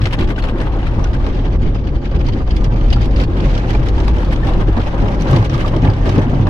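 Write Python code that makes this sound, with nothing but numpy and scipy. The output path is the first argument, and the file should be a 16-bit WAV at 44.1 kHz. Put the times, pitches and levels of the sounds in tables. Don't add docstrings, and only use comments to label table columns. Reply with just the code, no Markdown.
import sys
import numpy as np
from scipy import signal
from scipy.fft import rfft, irfft, next_fast_len
from scipy.io import wavfile
from scipy.ndimage import uniform_filter1d

SR = 44100
rng = np.random.default_rng(int(sys.argv[2]) if len(sys.argv) > 2 else 0)


def materialize(psi):
    bounded = np.clip(np.atleast_2d(psi).T, -1, 1)
    quanta = np.round(bounded * 32767).astype(np.int16)
    wavfile.write(sys.argv[1], SR, quanta)


N = 286209
SIZE = next_fast_len(N + 8192)
HZ, T = np.fft.rfftfreq(SIZE, 1 / SR), np.arange(N) / SR

# t/s, nominal slap peak level/dB, left-right lean/dB,
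# thud over slap level/dB, fizz over slap level/dB
SLAP_EVENTS = [(0.0162, -17.5, 11, -10, -36), (0.0376, -20, 6, -9, -21), (0.0552, -11, 6, 1.5, -32),
               (0.1302, -15.5, -5, 1, -29), (0.1357, -28, -2, -13, -30), (0.188, -19.5, 7, 2.5, -33),
               (0.2084, -20, 1.5, 0.5, -30), (0.2427, -28, 1, 3, -30), (0.2743, -28, 1, -14, -28),
               (0.302, -22, 6.5, 4, -36), (0.3614, -26.5, 6, 2, -33), (0.381, -31.5, -4, 5, -35),
               (0.4232, -24, 3, -20, -22), (0.438, -19, 6.5, 5, -17), (0.6012, -22, 10, 2, -30),
               (0.6634, -31.5, 5, -8, -35), (0.828, -29.5, -3.5, 8, -29), (1.005, -43.5, 6, 9, -25),
               (1.0416, -20, -12, -18, -23), (1.132, -25, 17.5, 1.5, -38), (1.243, -28, -2, -8, -30),
               (1.264, -22, 2.5, -2, -23), (1.6177, -31, -0.5, -6, -35), (1.749, -29.5, -6, -8, -39),
               (1.871, -26.5, -2, -16, -39), (2.1148, -33.5, 0, 19, -33), (2.193, -30, -3, -8, -36),
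               (2.265, -25, -7, -13, -34), (2.286, -20, 8, 4.5, -33), (2.334, -28.5, 9, -11, -36),
               (2.4751, -28, 9.5, 18.5, -35), (2.507, -22, 5, -10, -39), (2.565, -20.5, -12, -9, -17.5),
               (2.6417, -19, -5, -1.5, -19.5), (2.784, -36.5, 1, -9.5, -35),
               (2.903, -19.5, -14, -13.5, -41), (2.911, -24, -1, -7.5, -30), (2.927, -13.5, 8, 3.5, -22),
               (2.933, -20, -1, -6, -23), (2.961, -26, -1, 1, -33), (3.0094, -25, 2, 12.5, -32),
               (3.045, -24, -1, -10, -28), (3.056, -24, -1, -20, -15), (3.109, -31.5, 1, -6, -33),
               (3.1612, -21, 5, -4, -33), (3.179, -24.5, -1, -9, -33), (3.199, -19.5, 2, -12.5, -36),
               (3.2135, -23, -4, -7, -30), (3.237, -19, -7, -12, -18), (3.4028, -22, -9, -12.5, -28),
               (3.4476, -33.5, 4, 6, -31), (3.511, -24.5, -17, 8.5, -46), (3.5404, -24.5, -3, -9, -33),
               (3.55, -19, -0.5, 3, -37), (3.5768, -19.5, 1.5, -6.5, -26), (3.6804, -32.5, 9.5, -13.5, -26),
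               (3.749, -24, -16, 19, -30), (3.885, -19.5, -17, -5.5, -18), (3.9642, -29.5, 3, 15, -39),
               (3.98, -25, 4.5, 16, -30), (4.001, -21, -8.5, 9.5, -35), (4.032, -33, 0.5, -6, -33),
               (4.079, -18.5, 1, 11, -15), (4.166, -29.5, 4, 10.5, -14), (4.2467, -24.5, -17, 1.5, -29),
               (4.308, -27.5, 10, -14, -58), (4.359, -22, 14, -2.5, -31), (4.433, -29, 10.5, -5.5, -33),
               (4.4699, -21, -1, 3.5, -20), (4.535, -24, 10, 0, -32), (4.613, -32, 0, 5, -33),
               (4.766, -29, 0, 2, -35), (4.775, -23.5, 11.5, 9.5, -24), (4.8155, -22.5, 7, -6, -36),
               (4.87, -28.5, -3.5, 11, -32), (4.94, -33.5, -2, 7, -32), (5.2093, -22.5, -3, 3, -14),
               (5.221, -23.5, -2, -11, -13.5), (5.2713, -26, -6, -3, -31), (5.283, -26, 0, -5, -28),
               (5.311, -22.5, -5, -0.5, -8), (5.329, -19, -9, -13, -30), (5.3614, -13.5, 5, -7, -25),
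               (5.392, -26, -2, -12, -29), (5.425, -25.5, 6.5, 19, -20), (5.448, -19.5, -1.5, -5, -20),
               (5.496, -19, 18.5, -12, -34), (5.531, -31, 3, -6, -21), (5.551, -25.5, -4, -2, -29),
               (5.5772, -24, -9.5, -0.5, -17), (5.605, -28, -5.5, -9, -31), (5.679, -20.5, -4, -11, -15),
               (5.7626, -20.5, 2.5, -4.5, -20), (5.821, -27, 0.5, -1, -31), (5.849, -22, -9.5, 14, -34),
               (5.8996, -27, 17.5, -5, -32), (5.934, -24, 3.5, -5, -23), (6.056, -26, -4, -1, -18),
               (6.092, -15.5, -16, 8.5, -20), (6.179, -21, 7, -3.5, -27), (6.296, -30, 0, -6, -12),
               (6.468, -23.5, 3.5, 21, -30)]
# f/Hz, relative level/dB
SCRUB_COLOUR = [(320, -10), (550, -3), (669, -6), (826, -4), (1070, -8.5), (1170, -7.5), (1420, -17.5),
                (1600, -13), (2080, -23), (3520, -120)]
# f/Hz, relative level/dB
HISS_COLOUR = [(820, -3.5), (1400, 2.5), (1930, 1.5), (2690, -1), (3120, -1.5), (3930, -7.5), (5000, -12.5),
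               (5820, -16), (6600, -20), (7200, -27.5), (9220, -38), (15600, -120)]
# f/Hz, relative level/dB
FIZZ_COLOUR = [(5000, -22.5), (7000, -3), (8500, -5), (10500, -7), (13000, -11.5), (14300, -17),
               (15500, -17.5), (17000, -28.5)]

LEFT_LEAD_S, RIGHT_LEAD_S = 9 / SR, 15 / SR
SCRUB_LEAD = 0.66
LEFT_BRIGHT_DB, RIGHT_BRIGHT_DB = -3, 2.5
LANDING_MS = 0.8


def gain_of(db):
    return 10 ** (np.asarray(db) / 20)


def read(points, hz):
    f, value = np.transpose(points)
    return np.interp(np.log(hz + 1), np.log(f + 1), value)


def columns(rows):
    s, *values = np.transpose(rows)
    return [np.interp(T, s, v) for v in values]


def add(mix, s, sound):
    part = mix[round(s * SR):][:len(sound)]
    part += sound[:len(part)]


def swells(peaks, lengths, heights, squareness=2):
    t = T[::32]
    total = 0
    for s, length, height in zip(peaks, lengths, heights):
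        offset = 2 * (t - s) / max(length, 0.02)
        total = total + height * np.exp(-abs(offset) ** squareness)
    return np.interp(T, t, total)


def patter(per_s, spread_db, t60):
    struck = rng.random(N + SR) < per_s / SR
    sizes_db = spread_db * np.minimum(rng.exponential(1, N + SR), 4)
    power = gain_of(2 * sizes_db) * struck
    decay = gain_of(-120 / t60 / SR)
    power = signal.lfilter([1], [1, -decay], power)[SR:] + 1e-9
    return np.sqrt(power / power.mean())


def heard(envelope, colour, lead_s):
    # f/Hz, share (0-1)
    alike_share = [(20, 0.98), (40, 0.98), (80, 0.99), (150, 0.94), (400, 0.86), (800, 0.72), (1500, 0.78),
                   (3000, 0), (7000, 0.1), (14000, 0.2)]
    shape = gain_of(read(colour, HZ))
    alike = np.clip(read(alike_share, HZ), 0, 1)
    common, left, right = rfft(envelope * rng.standard_normal((3, N)), SIZE)
    turn = np.exp(1j * np.pi * HZ * lead_s)
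    pair = np.sqrt(alike) * common * [turn, 1 / turn]
    pair = pair + np.sqrt(1 - alike) * np.array([left, right])
    middle = alike * turn.real ** 2 + (1 - alike) / 2
    rms = np.sqrt(np.mean(middle * shape ** 2))
    return irfft(pair * shape / rms, SIZE)[:, :N]


def sided(x, pan_db):
    return gain_of([[pan_db / 2], [-pan_db / 2]]) * x


def tinted(colour, bright_db):
    return [(hz, db + bright_db * np.clip(np.log2(hz / 3000), 0, 1)) for hz, db in colour]


def lumps():
    spread_db, span = 1.7, round(0.046 * SR)
    x = uniform_filter1d(uniform_filter1d(rng.standard_normal(N), span), span)
    return spread_db * x / x.std()


def steadied(x, size):
    power = uniform_filter1d(uniform_filter1d(x.mean(0) ** 2, size), size // 2)
    return x / np.sqrt(np.abs(power) + 0.03)


def ringing(x, depth_db):
    z = signal.stft(x, SR, nperseg=4096, noverlap=3072)[2]
    patches = rng.standard_normal(z[0].shape)
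    patches = uniform_filter1d(uniform_filter1d(patches, 2, 0), 5, 1)
    gain = gain_of(depth_db * patches / patches.std())
    gain = gain / np.sqrt(np.mean(gain ** 2))
    return signal.istft(z * gain, SR, nperseg=4096, noverlap=3072)[1][:, :N]


def mottled(x, depth_db):
    hz, _, z = signal.stft(x, SR, nperseg=256, noverlap=128)
    patches = rng.standard_normal(z[0].shape)
    patches = uniform_filter1d(uniform_filter1d(patches, 3, 0), 4, 1)
    depth = depth_db * np.minimum(hz / 1400, 1)[:, None]
    gain = gain_of(depth * patches / patches.std())
    gain = gain / np.sqrt(np.mean(gain ** 2, 1, keepdims=True))
    return signal.istft(z * gain, SR, nperseg=256, noverlap=128)[1][:, :N]


def drumming(knock_db):
    # t/s, cabin boom level/dB, panel thrum level/dB
    drum_levels = [(0.0, -18, -22), (0.45, -20.5, -24), (0.81, -16.5, -22), (1.61, -14.5, -21),
                   (1.99, -17.5, -24.5), (2.15, -21, -24.5), (2.86, -10, -19.5), (3.03, -10.5, -26.5),
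                   (3.2, -15.5, -17.5), (3.4, -19.5, -20.5), (4.7, -12.5, -21.5), (4.88, -17, -26),
                   (5.39, -20.5, -18), (5.73, -18, -20.5), (6.22, -19, -16.5), (6.49, -13.5, -23)]
    # peak t/s, length/s, boom level/dB
    boom_swells = [(0.255, 0.075, -12.5), (0.44, 0.053, -14), (0.657, 0.37, -18), (1.09, 0.033, -19),
                   (1.227, 0.041, -15.5), (1.622, 0.095, -21.5), (1.964, 0.018, -9), (2.198, 0.2, -15),
                   (2.267, 0.029, -12), (2.56, 0.16, -13), (2.95, 0.062, -14), (3.016, 0.024, -16),
                   (3.174, 0.088, -10.5), (3.473, 0.15, -11), (3.767, 0.082, -11.5), (3.974, 0.065, -17.5),
                   (4.062, 0.27, -14), (4.58, 0.029, -23), (4.68, 0.2, -14.5), (5.009, 0.021, -10.5),
                   (5.194, 0.089, -16.5), (5.693, 0.24, -20), (5.878, 0.059, -15), (6.026, 0.039, -10.5)]
    # peak t/s, length/s (halved for the knock), thrum level/dB, knock level/dB
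    thumps = [(0.036, 0.028, -10.5, -43), (0.197, 0.022, -25.5, -24), (0.983, 0.017, -16, -21),
              (1.378, 0.049, -23.5, -26.5), (1.557, 0.14, -24.5, -47), (2.164, 0.042, -13.5, -25),
              (2.296, 0.13, -18.5, -43), (2.672, 0.016, -14.5, -42), (2.743, 0.057, -19, -37),
              (2.99, 0.14, -16.5, -72), (3.477, 0.035, -23, -34), (3.725, 0.014, -21.5, -28),
              (3.8, 0.027, -14, -21), (4.474, 0.047, -21, -28), (4.578, 0.13, -30, -21.5),
              (4.689, 0.034, -14, -15.5), (4.791, 0.043, -15, -18.5), (5.033, 0.052, -15.5, -16),
              (5.355, 0.097, -13.5, -25), (5.518, 0.014, -25.5, -33.5), (5.77, 0.017, -20.5, -16.5),
              (5.857, 0.089, -13.5, -32), (6.096, 0.014, -14.5, -18.5), (6.184, 0.039, -12.5, -13),
              (6.433, 0.25, -15.5, -23.5)]
    # f/Hz, relative level/dB
    boom_colour = [(10, -14), (20, -17.5), (30, -9), (37, -3.5), (43, -2.5), (50, -5), (62, -12.5),
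                   (75, -16.5), (100, -47.5), (160, -120)]
    thrum_colour = [(38, -42), (65, -9.5), (70, -6.5), (91, 4.5), (113, 4.5), (148, -2), (178, -12.5),
                    (190, -24), (250, -43.5), (420, -120)]
    knock_colour = [(100, -52.5), (170, 3), (345, 0.5), (446, -8.5), (543, -7.5), (650, -17), (840, -20),
                    (1430, -120)]
    boom_db, thrum_db = columns(drum_levels)
    s, length, swell_db = np.transpose(boom_swells)
    boom_power = gain_of(2 * (boom_db + lumps())) + swells(s, length, gain_of(2 * swell_db))
    s, length, panel_db, shell_db = np.transpose(thumps)
    thrum_power = gain_of(2 * (thrum_db + lumps())) + swells(s, length, gain_of(2 * panel_db))
    knock_power = gain_of(2 * (knock_db + lumps())) + swells(s, length / 2, gain_of(2 * shell_db))
    boom = steadied(heard(np.ones(N), boom_colour, 0), size=2000)
    thrum = steadied(ringing(heard(np.ones(N), thrum_colour, 0), depth_db=4.0), size=1300)
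    knock = steadied(ringing(heard(np.ones(N), knock_colour, 0), depth_db=0.5), size=1800)
    return np.sqrt(boom_power) * boom + np.sqrt(thrum_power) * thrum + np.sqrt(knock_power) * knock


def drag_levels():
    # t/s, shell knock level/dB, scrub level/dB,
    # hiss level/dB, spray level/dB, share from the left brush (0-1)
    base_levels = [(0.0, -26.5, -37, -39, -62, 0.85), (0.69, -26.5, -33, -41, -68, 0.97),
                   (0.83, -25.5, -34, -40, -69, 1), (1.03, -26, -31, -42.5, -68, 0.42),
                   (1.57, -26, -38, -44.5, -78.5, 0.5), (1.92, -25.5, -38, -47, -83, 0.42),
                   (2.62, -25.5, -37.5, -44.5, -71, 0.2), (2.73, -25, -34, -42.5, -68.5, 0.02),
                   (3.31, -24, -34.5, -43, -71, 0.42), (3.61, -24.5, -32.5, -39.5, -66, 0),
                   (3.94, -26, -33, -40.5, -66.5, 0.28), (4.36, -24.5, -32, -42.5, -67, 0.46),
                   (4.84, -29, -30, -39.5, -65.5, 0.55), (5.26, -22, -31, -39, -65, 0.1),
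                   (5.42, -23.5, -30, -38.5, -61.5, 0.1), (5.84, -22, -30.5, -42, -70, 0.5),
                   (6.2, -25.5, -31.5, -40.5, -66, 0.22), (6.49, -20, -28, -39.5, -68, 0.5)]
    # peak t/s, length/s, hiss lift/dB, scrub lift/dB (negative counts as 0)
    sweeps = [(0.067, 0.024, 8, 6.5), (0.139, 0.029, 11.5, 8.5), (0.209, 0.062, 5, 9), (0.307, 0.048, 6, 7),
              (0.386, 0.012, 4.5, 4), (0.479, 0.12, 3, 6), (0.548, 0.033, 4.5, 5.5), (0.615, 0.045, 6, 6),
              (0.67, 0.043, 5, 5.5), (0.765, 0.053, 0.5, 3), (0.874, 0.022, 4.5, -2),
              (1.001, 0.012, -2.5, 6.5), (1.06, 0.033, 3, -2), (1.148, 0.018, 7, -1),
              (1.265, 0.071, 3, 4.5), (1.365, 0.057, 3.5, 1.5), (1.467, 0.04, 6, 6), (1.544, 0.055, 4.5, 5),
              (1.66, 0.067, 3, 4.5), (1.759, 0.014, 3.5, 7.5), (1.873, 0.05, 3.5, 2),
              (1.799, 0.02, 3.5, 1.5), (1.959, 0.041, 4, 1.5), (2.06, 0.035, 7, 0.5),
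              (2.154, 0.044, 8.5, 3.5), (2.207, 0.019, 8, 4.5), (2.272, 0.049, 8, -1),
              (2.36, 0.056, 2.5, 3), (2.412, 0.015, -2, 8), (2.528, 0.055, 4.5, 1.5), (2.637, 0.14, 3, 5.5),
              (2.798, 0.11, -1, 2), (2.942, 0.059, -4.5, -9), (2.966, 0.01, 0.5, 6.5),
              (3.019, 0.063, 6, -6.5), (3.21, 0.085, 9.5, 3.5), (3.378, 0.067, 6, 5),
              (3.452, 0.048, 8.5, 4), (3.588, 0.017, -2, 5.5), (3.646, 0.021, 1, 4), (3.703, 0.023, 8, 3),
              (3.753, 0.014, -5, 8), (3.871, 0.024, 6, 0), (4.013, 0.096, 2.5, 3), (4.206, 0.099, 4, 3),
              (4.33, 0.033, 11.5, 1.5), (4.485, 0.078, 4.5, 7.5), (4.616, 0.031, 4, 7.5),
              (4.78, 0.049, 2.5, 8), (4.875, 0.024, 2.5, 4.5), (4.946, 0.013, 1, 6.5),
              (5.07, 0.17, 0.5, 4.5), (5.234, 0.037, 0.5, 1), (5.325, 0.14, 2.5, 8), (5.558, 0.068, 5, 2.5),
              (5.611, 0.04, 5, 2.5), (5.671, 0.041, 6.5, 3), (5.742, 0.019, 2, 8), (5.868, 0.061, 7, 7.5),
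              (6.073, 0.044, 7, 8.5), (6.182, 0.14, 4.5, 7.5), (6.334, 0.018, -2.5, 7)]
    # middle t/s, length/s, drop of the hiss/dB
    lulls = [(0.004, 0.02, 2), (0.045, 0.018, 0), (0.1, 0.027, 2), (0.174, 0.023, 7), (0.263, 0.02, 6.5),
             (0.346, 0.029, 9), (0.418, 0.02, 7), (0.536, 0.048, 8.5), (0.71, 0.03, 3), (1.123, 0.045, 4.5),
             (1.186, 0.029, 6.5), (1.43, 0.025, 3), (1.5, 0.02, 4.5), (1.583, 0.037, 10.5),
             (1.72, 0.03, 3.5), (1.82, 0.03, 3.5), (1.921, 0.03, 5), (2, 0.03, 4.5), (2.093, 0.033, 2),
             (2.184, 0.02, 3), (2.237, 0.03, 2), (2.32, 0.02, 3.5), (2.451, 0.033, 7), (2.69, 0.032, 9.5),
             (3.09, 0.03, 1), (3.145, 0.023, 2.5), (3.262, 0.033, 10), (3.916, 0.031, 3),
             (4.131, 0.033, 4.5), (4.655, 0.032, 4), (4.75, 0.03, 4), (4.918, 0.03, 3.5),
             (5.172, 0.037, 4.5), (5.493, 0.033, 7.5), (5.948, 0.025, 3), (6.324, 0.034, 3.5),
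             (6.445, 0.03, 7)]
    squareness = 2.6
    knock_per_scrub, spray_per_hiss = 0.53, 1.28
    knock_db, scrub_db, hiss_db, spray_db, left = columns(base_levels)
    s, length, hiss_lift, scrub_lift = np.maximum(np.transpose(sweeps), 0)
    lull = swells(*np.transpose(lulls), squareness)
    high = swells(s, length, hiss_lift, squareness) - lull
    low = swells(s, length, scrub_lift, squareness) - 0.42 * lull
    knock_db = knock_db + knock_per_scrub * low
    spray_db = spray_db + spray_per_hiss * high
    return knock_db, scrub_db + low, hiss_db + high, spray_db, np.clip(left, 0.02, 0.98)


def dragging(scrub_db, hiss_db, spray_db, left):
    brushes = [(left, LEFT_LEAD_S, 1.2, LEFT_BRIGHT_DB),
               (1 - left, -RIGHT_LEAD_S, -1.6, RIGHT_BRIGHT_DB)]
    out = 0
    for share, lead_s, pan_db, bright_db in brushes:
        strips = patter(per_s=300, spread_db=3.0, t60=0.091)
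        scrub = heard(np.sqrt(share) * gain_of(scrub_db), SCRUB_COLOUR, SCRUB_LEAD * lead_s)
        scrub = ringing(scrub, depth_db=3.5)
        hiss = heard(np.sqrt(share) * strips * gain_of(hiss_db), tinted(HISS_COLOUR, bright_db), lead_s)
        spray = heard(np.sqrt(share) * strips * gain_of(spray_db), FIZZ_COLOUR, lead_s)
        out = out + sided(scrub + hiss + spray, pan_db)
    return out


def drops(hiss_db, per_s, spread_db, cycles, under_db):
    struck_size = gain_of(spread_db * np.minimum(rng.exponential(1, N), 4))
    struck_size = struck_size * (rng.random(N) < per_s / SR)
    pitches = np.geomspace(1200, 7000, 16)
    spot = rng.integers(0, len(pitches), N)
    t, out = np.arange(1024) / SR, np.zeros((2, N))
    for k, hz in enumerate(pitches):
        turns = hz * t
        soft = (1 - np.exp(-turns)) ** 2
        decay = gain_of(read(HISS_COLOUR, hz) - 26 * turns / cycles)
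        ring = hz * decay * soft * np.sin(2 * np.pi * turns)
        tick = signal.oaconvolve(struck_size * (spot == k), ring)[:N]
        late = 0.8 * np.roll(tick, rng.integers(5, 40))
        out = out + ([tick, late] if k % 2 else [late, tick])
    return gain_of(hiss_db - under_db) * out / np.std(out)


def place(out, s, sound, pan_db, brush):
    lead_s = LEFT_LEAD_S if brush > 0 else -RIGHT_LEAD_S
    add(out[0], s - lead_s / 2, gain_of(pan_db / 2) * sound)
    add(out[1], s + lead_s / 2, gain_of(-pan_db / 2) * sound)


def pinging():
    # t/s, pitch f/Hz, nominal peak level/dB, left-right level/dB,
    # brush (positive left, negative right)
    pings = [(0.01, 1240, -29, 4, 1), (0.014, 2090, -34, 7, 1), (0.054, 2070, -25, 10, 1),
             (0.134, 1080, -24, 2, 1), (0.141, 1720, -27, 8, -1), (0.186, 4260, -35, 2, 1),
             (0.201, 900, -24, 3, 1), (0.214, 3200, -27, -3, 1), (0.237, 358, -15, 7, 1),
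             (0.302, 2120, -28, 11, -1), (0.314, 1195, -31, 0, 1), (0.36, 2820, -36, 13, 1),
             (0.379, 1530, -24.5, 6, 1), (0.422, 4280, -33, 2, 1), (0.437, 1380, -29, 1, 1),
             (0.442, 1600, -27, 8, -1), (0.668, 1230, -29, 7, 1), (0.737, 946, -27, -3, 1),
             (0.828, 2800, -35, 8, 1), (0.867, 1330, -32, 10, 1), (1.04, 5860, -36, -11, 1),
             (1.052, 1420, -33, 3, 1), (1.056, 1450, -29, 4, 1), (1.13, 4930, -45, -7, 1),
             (1.149, 1610, -33, 10, 1), (1.264, 1290, -33, 5, 1), (1.873, 6070, -43, -8, 1),
             (2.113, 535, -24, -4, 1), (2.284, 970, -24.5, 4, -1), (2.287, 2190, -31, -13, 1),
             (2.472, 4860, -48, -10, 1), (2.505, 3230, -30.5, 2, -1), (2.562, 4900, -37, -4, 1),
             (2.641, 5700, -41, -10, 1), (2.783, 2310, -33, 0, 1), (2.9, 4730, -40, 6, 1),
             (2.921, 766, -26, 0, 1), (2.927, 2880, -21.5, 1, -1), (2.965, 1380, -29, 10, -1),
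             (3.018, 4990, -41, -8, 1), (3.16, 4760, -33, -1, 1), (3.211, 4900, -34, -4, 1),
             (3.236, 4700, -38, -4, -1), (3.284, 331, -19, -1, 1), (3.322, 333, -25, 6, 1),
             (3.358, 1030, -29, -1, -1), (3.4, 3350, -34, -12, -1), (3.551, 3150, -31, 14, 1),
             (3.579, 5500, -44, -10, -1), (3.744, 896, -26, -2, 1), (3.749, 2380, -29, -16, -1),
             (3.884, 5400, -38, -2, -1), (3.979, 890, -26, -5, 1), (4.001, 2840, -31, 1, -1),
             (4.079, 4440, -32, 8, -1), (4.325, 1720, -27, -6, -1), (4.357, 6030, -53, -22, -1),
             (4.432, 1780, -32, 19, 1), (4.472, 757, -24, 2, 1), (4.607, 724, -30, 1, 1),
             (4.77, 890, -22.5, 1, 1), (4.87, 860, -23, 1, -1), (4.937, 555, -23, 0, 1),
             (5.094, 852, -25, 0, 1), (5.22, 5940, -38.5, -15, 1), (5.268, 1140, -28, 4, -1),
             (5.308, 6140, -40, -9, 1), (5.33, 1125, -17, 2, 1), (5.36, 4350, -33, -15, 1),
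             (5.445, 5950, -43, -9, 1), (5.492, 1290, -31, 5, -1), (5.496, 5750, -41, -14, 1),
             (5.543, 1190, -23, -14, -1), (5.647, 1170, -20.5, -4, 1), (5.678, 5050, -43, -3, 1),
             (5.848, 3800, -33, -6, 1), (5.886, 834, -16, -2, -1), (5.9, 4720, -33.5, 11, 1),
             (6.055, 1020, -26, 2, -1), (6.089, 5420, -38, -14, -1), (6.193, 5940, -42, -9, 1),
             (6.334, 498, -22, -4, -1)]
    t60_s, rise_s = 0.045, 0.002
    split_range = 0.08
    t, out = np.arange(SR // 8) / SR, np.zeros((2, N))
    chances = rng.random((len(pings), 2))
    for (s, hz, db, pan_db, brush), (split, turn) in zip(pings, chances):
        slow = np.sqrt(1000 / hz)
        second_hz = hz * (1 + split_range * (2 * split - 1))
        pair = np.sin(2 * np.pi * hz * t) + 0.52 * np.sin(2 * np.pi * (second_hz * t + turn))
        shape = (1 - np.exp(-t / (rise_s * slow))) * gain_of(db - 60 * t / (t60_s * slow))
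        place(out, s, 2 * shape * pair, pan_db, brush)
    return out


def slapping(busy_left):
    # f/Hz, relative level/dB
    slap_colour = [(820, -29), (1400, -12.5), (1600, -7), (2030, -7.5), (2630, -8.5), (2950, -8),
                   (3570, -9.5), (4880, -15), (6500, -24.5), (7200, -30), (9220, -36.5), (15600, -120)]
    thud_t60_s, slap_t60_s, fizz_t60_s = 0.053, 0.055, 0.035
    snap_db, snap_t60_s = -2, 0.021
    t = np.arange(SR // 8) / SR
    power = np.zeros((2, 3, N))
    landing = (1 - np.exp(-1000 * t / LANDING_MS)) ** 2
    thud = (1 - np.exp(-t / 0.0025)) ** 2 * gain_of(-120 * t / thud_t60_s)
    slap = landing * gain_of(-120 * t / slap_t60_s)
    fizz = landing * gain_of(-120 * t / fizz_t60_s)
    snap = landing * gain_of(2 * snap_db - 120 * t / snap_t60_s)
    for s, peak_db, pan_db, thud_db, fizz_db in SLAP_EVENTS:
        burst = gain_of(2 * (peak_db - 11.5))
        busy = busy_left[round(s * SR)]
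        odds = busy / (1 - busy) * np.exp(0.15 * pan_db)
        left = odds / (1 + odds)
        for brush, share in zip(power, (left, 1 - left)):
            add(brush[0], s, share * burst * thud * gain_of(2 * thud_db))
            add(brush[1], s, share * burst * (slap + snap))
            add(brush[2], s, share * burst * (fizz + snap) * gain_of(2 * fizz_db))
    brushes = [(power[0], LEFT_LEAD_S, 1.3, LEFT_BRIGHT_DB),
               (power[1], -RIGHT_LEAD_S, -2.1, RIGHT_BRIGHT_DB)]
    out = 0
    for parts, lead_s, pan_db, bright_db in brushes:
        colours = SCRUB_COLOUR, tinted(slap_colour, bright_db), FIZZ_COLOUR
        layers = zip(parts, colours, (SCRUB_LEAD, 1, 1))
        strike = sum(heard(np.sqrt(p), colour, part * lead_s) for p, colour, part in layers)
        out = out + sided(strike, pan_db)
    return out


def glass():
    # f/Hz, relative level/dB
    glass_modes = [(1650, -3.5), (2150, -4), (2870, -3), (3300, -3.5), (3800, -10.5), (4300, -6.5),
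                   (4900, -11), (5450, -11.5), (5950, -17.5), (6600, -20)]
    under_slap_db, t60_s, spread_db = -19.5, 0.052, 6
    t, out = np.arange(SR // 16) / SR, np.zeros((2, N))
    hz, db = np.transpose(glass_modes)
    chances = rng.standard_normal((len(SLAP_EVENTS), 3, len(glass_modes)))
    for (s, peak_db, *_), (size, bend, side) in zip(SLAP_EVENTS, chances):
        modes = np.sin(2 * np.pi * np.outer(hz * (1 + 0.02 * bend), t))
        rise = 1 - np.exp(-1000 * t / LANDING_MS)
        shape = rise * gain_of(peak_db + under_slap_db - 60 * t / t60_s)
        strength = gain_of(db + spread_db * size)
        add(out[0], s, shape * (strength * gain_of(2.0 * side) @ modes))
        add(out[1], s, shape * (strength * gain_of(-3.0 * side) * np.sign(bend) @ modes))
    return out


def panels():
    # peak t/s, length/s, pitch f/Hz, rms level at the peak/dB
    rings = [(0.071, 0.018, 101, -19), (0.202, 0.039, 161, -22), (0.211, 0.048, 93.4, -14),
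             (0.235, 0.069, 354.4, -21.5), (3.486, 0.026, 119.6, -12.5), (3.805, 0.015, 170, -18),
             (4.78, 0.015, 224, -13), (5.227, 0.032, 154, -19.5), (5.305, 0.064, 136, -16),
             (5.349, 0.039, 133, -7.5), (5.403, 0.042, 114.3, -8.5), (5.53, 0.051, 129.5, -14.5),
             (5.773, 0.056, 140.4, -20), (5.839, 0.022, 156, -17.5), (5.84, 0.033, 255, -17),
             (5.89, 0.055, 96.5, -10), (6.125, 0.041, 118.3, -18), (6.181, 0.047, 228, -18.5),
             (6.19, 0.034, 150, -11.5), (6.276, 0.025, 253, -18), (6.424, 0.051, 129.6, -14.5)]
    out = np.zeros(N)
    for (s, length, hz, db), turn in zip(rings, rng.random(len(rings))):
        t = np.arange(-2 * length, 2 * length, 1 / SR)
        swell = np.exp(-(2 * t / length) ** 2)
        tone = np.sin(2 * np.pi * (hz * t + turn))
        add(out, s - 2 * length, np.sqrt(2) * gain_of(db) * swell * tone)
    return out


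def pane(dragged, slapped):
    # f/Hz, relative level/dB
    pane_colour = [(2500, -59), (2900, -13), (3100, 2), (3350, -17.5), (4200, -16.5), (4550, -8.5),
                   (4900, -5), (5250, -25.5), (5800, -60)]
    middle_s, length_s, level_db = 2.36, 2.2, -3.5
    drive = (0.5 * dragged + slapped).mean(0)
    treble = irfft(rfft(drive, SIZE) * (HZ > 2000), SIZE)[:N]
    strength = np.sqrt(np.abs(uniform_filter1d(treble ** 2, 400)))
    window = swells([middle_s], [length_s], [1], 3.3)
    spurts = patter(per_s=320, spread_db=3.5, t60=0.096)
    return heard(gain_of(level_db) * window * strength * spurts, pane_colour, -RIGHT_LEAD_S)


def scene():
    knock_db, scrub_db, hiss_db, spray_db, left = drag_levels()
    water = drops(hiss_db, per_s=600, spread_db=5.0, cycles=6, under_db=7.0)
    dragged = dragging(scrub_db, hiss_db, spray_db, left)
    slapped = slapping(left)
    cloth = mottled(dragged + pane(dragged, slapped), depth_db=2.0)
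    cloth = cloth + mottled(slapped, depth_db=0.0)
    return drumming(knock_db) + panels() + pinging() + glass() + water + cloth


def record(dry):
    # f/Hz, left-right level/dB
    tilt = [(60, 0.9), (100, -1.1), (170, 2.5), (290, 0), (490, 0.8), (820, 0.6), (1380, 3.5), (2330, -0.5),
            (3940, 0.5), (6000, -4), (8500, 2), (12500, -2.5)]
    edge_hz = 15830
    half = np.sqrt(gain_of(read(tilt, HZ)))
    coloured = irfft(rfft(dry, SIZE) * [half, 1 / half], SIZE)[:, :N]
    clipped = coloured / (1 + np.abs(coloured) ** 6) ** (1 / 6)
    lowpass = signal.firwin(511, edge_hz, window=("kaiser", 9), fs=SR)
    return signal.oaconvolve(clipped, lowpass[None], "same")


dry = scene()
out = record(dry)
materialize(out)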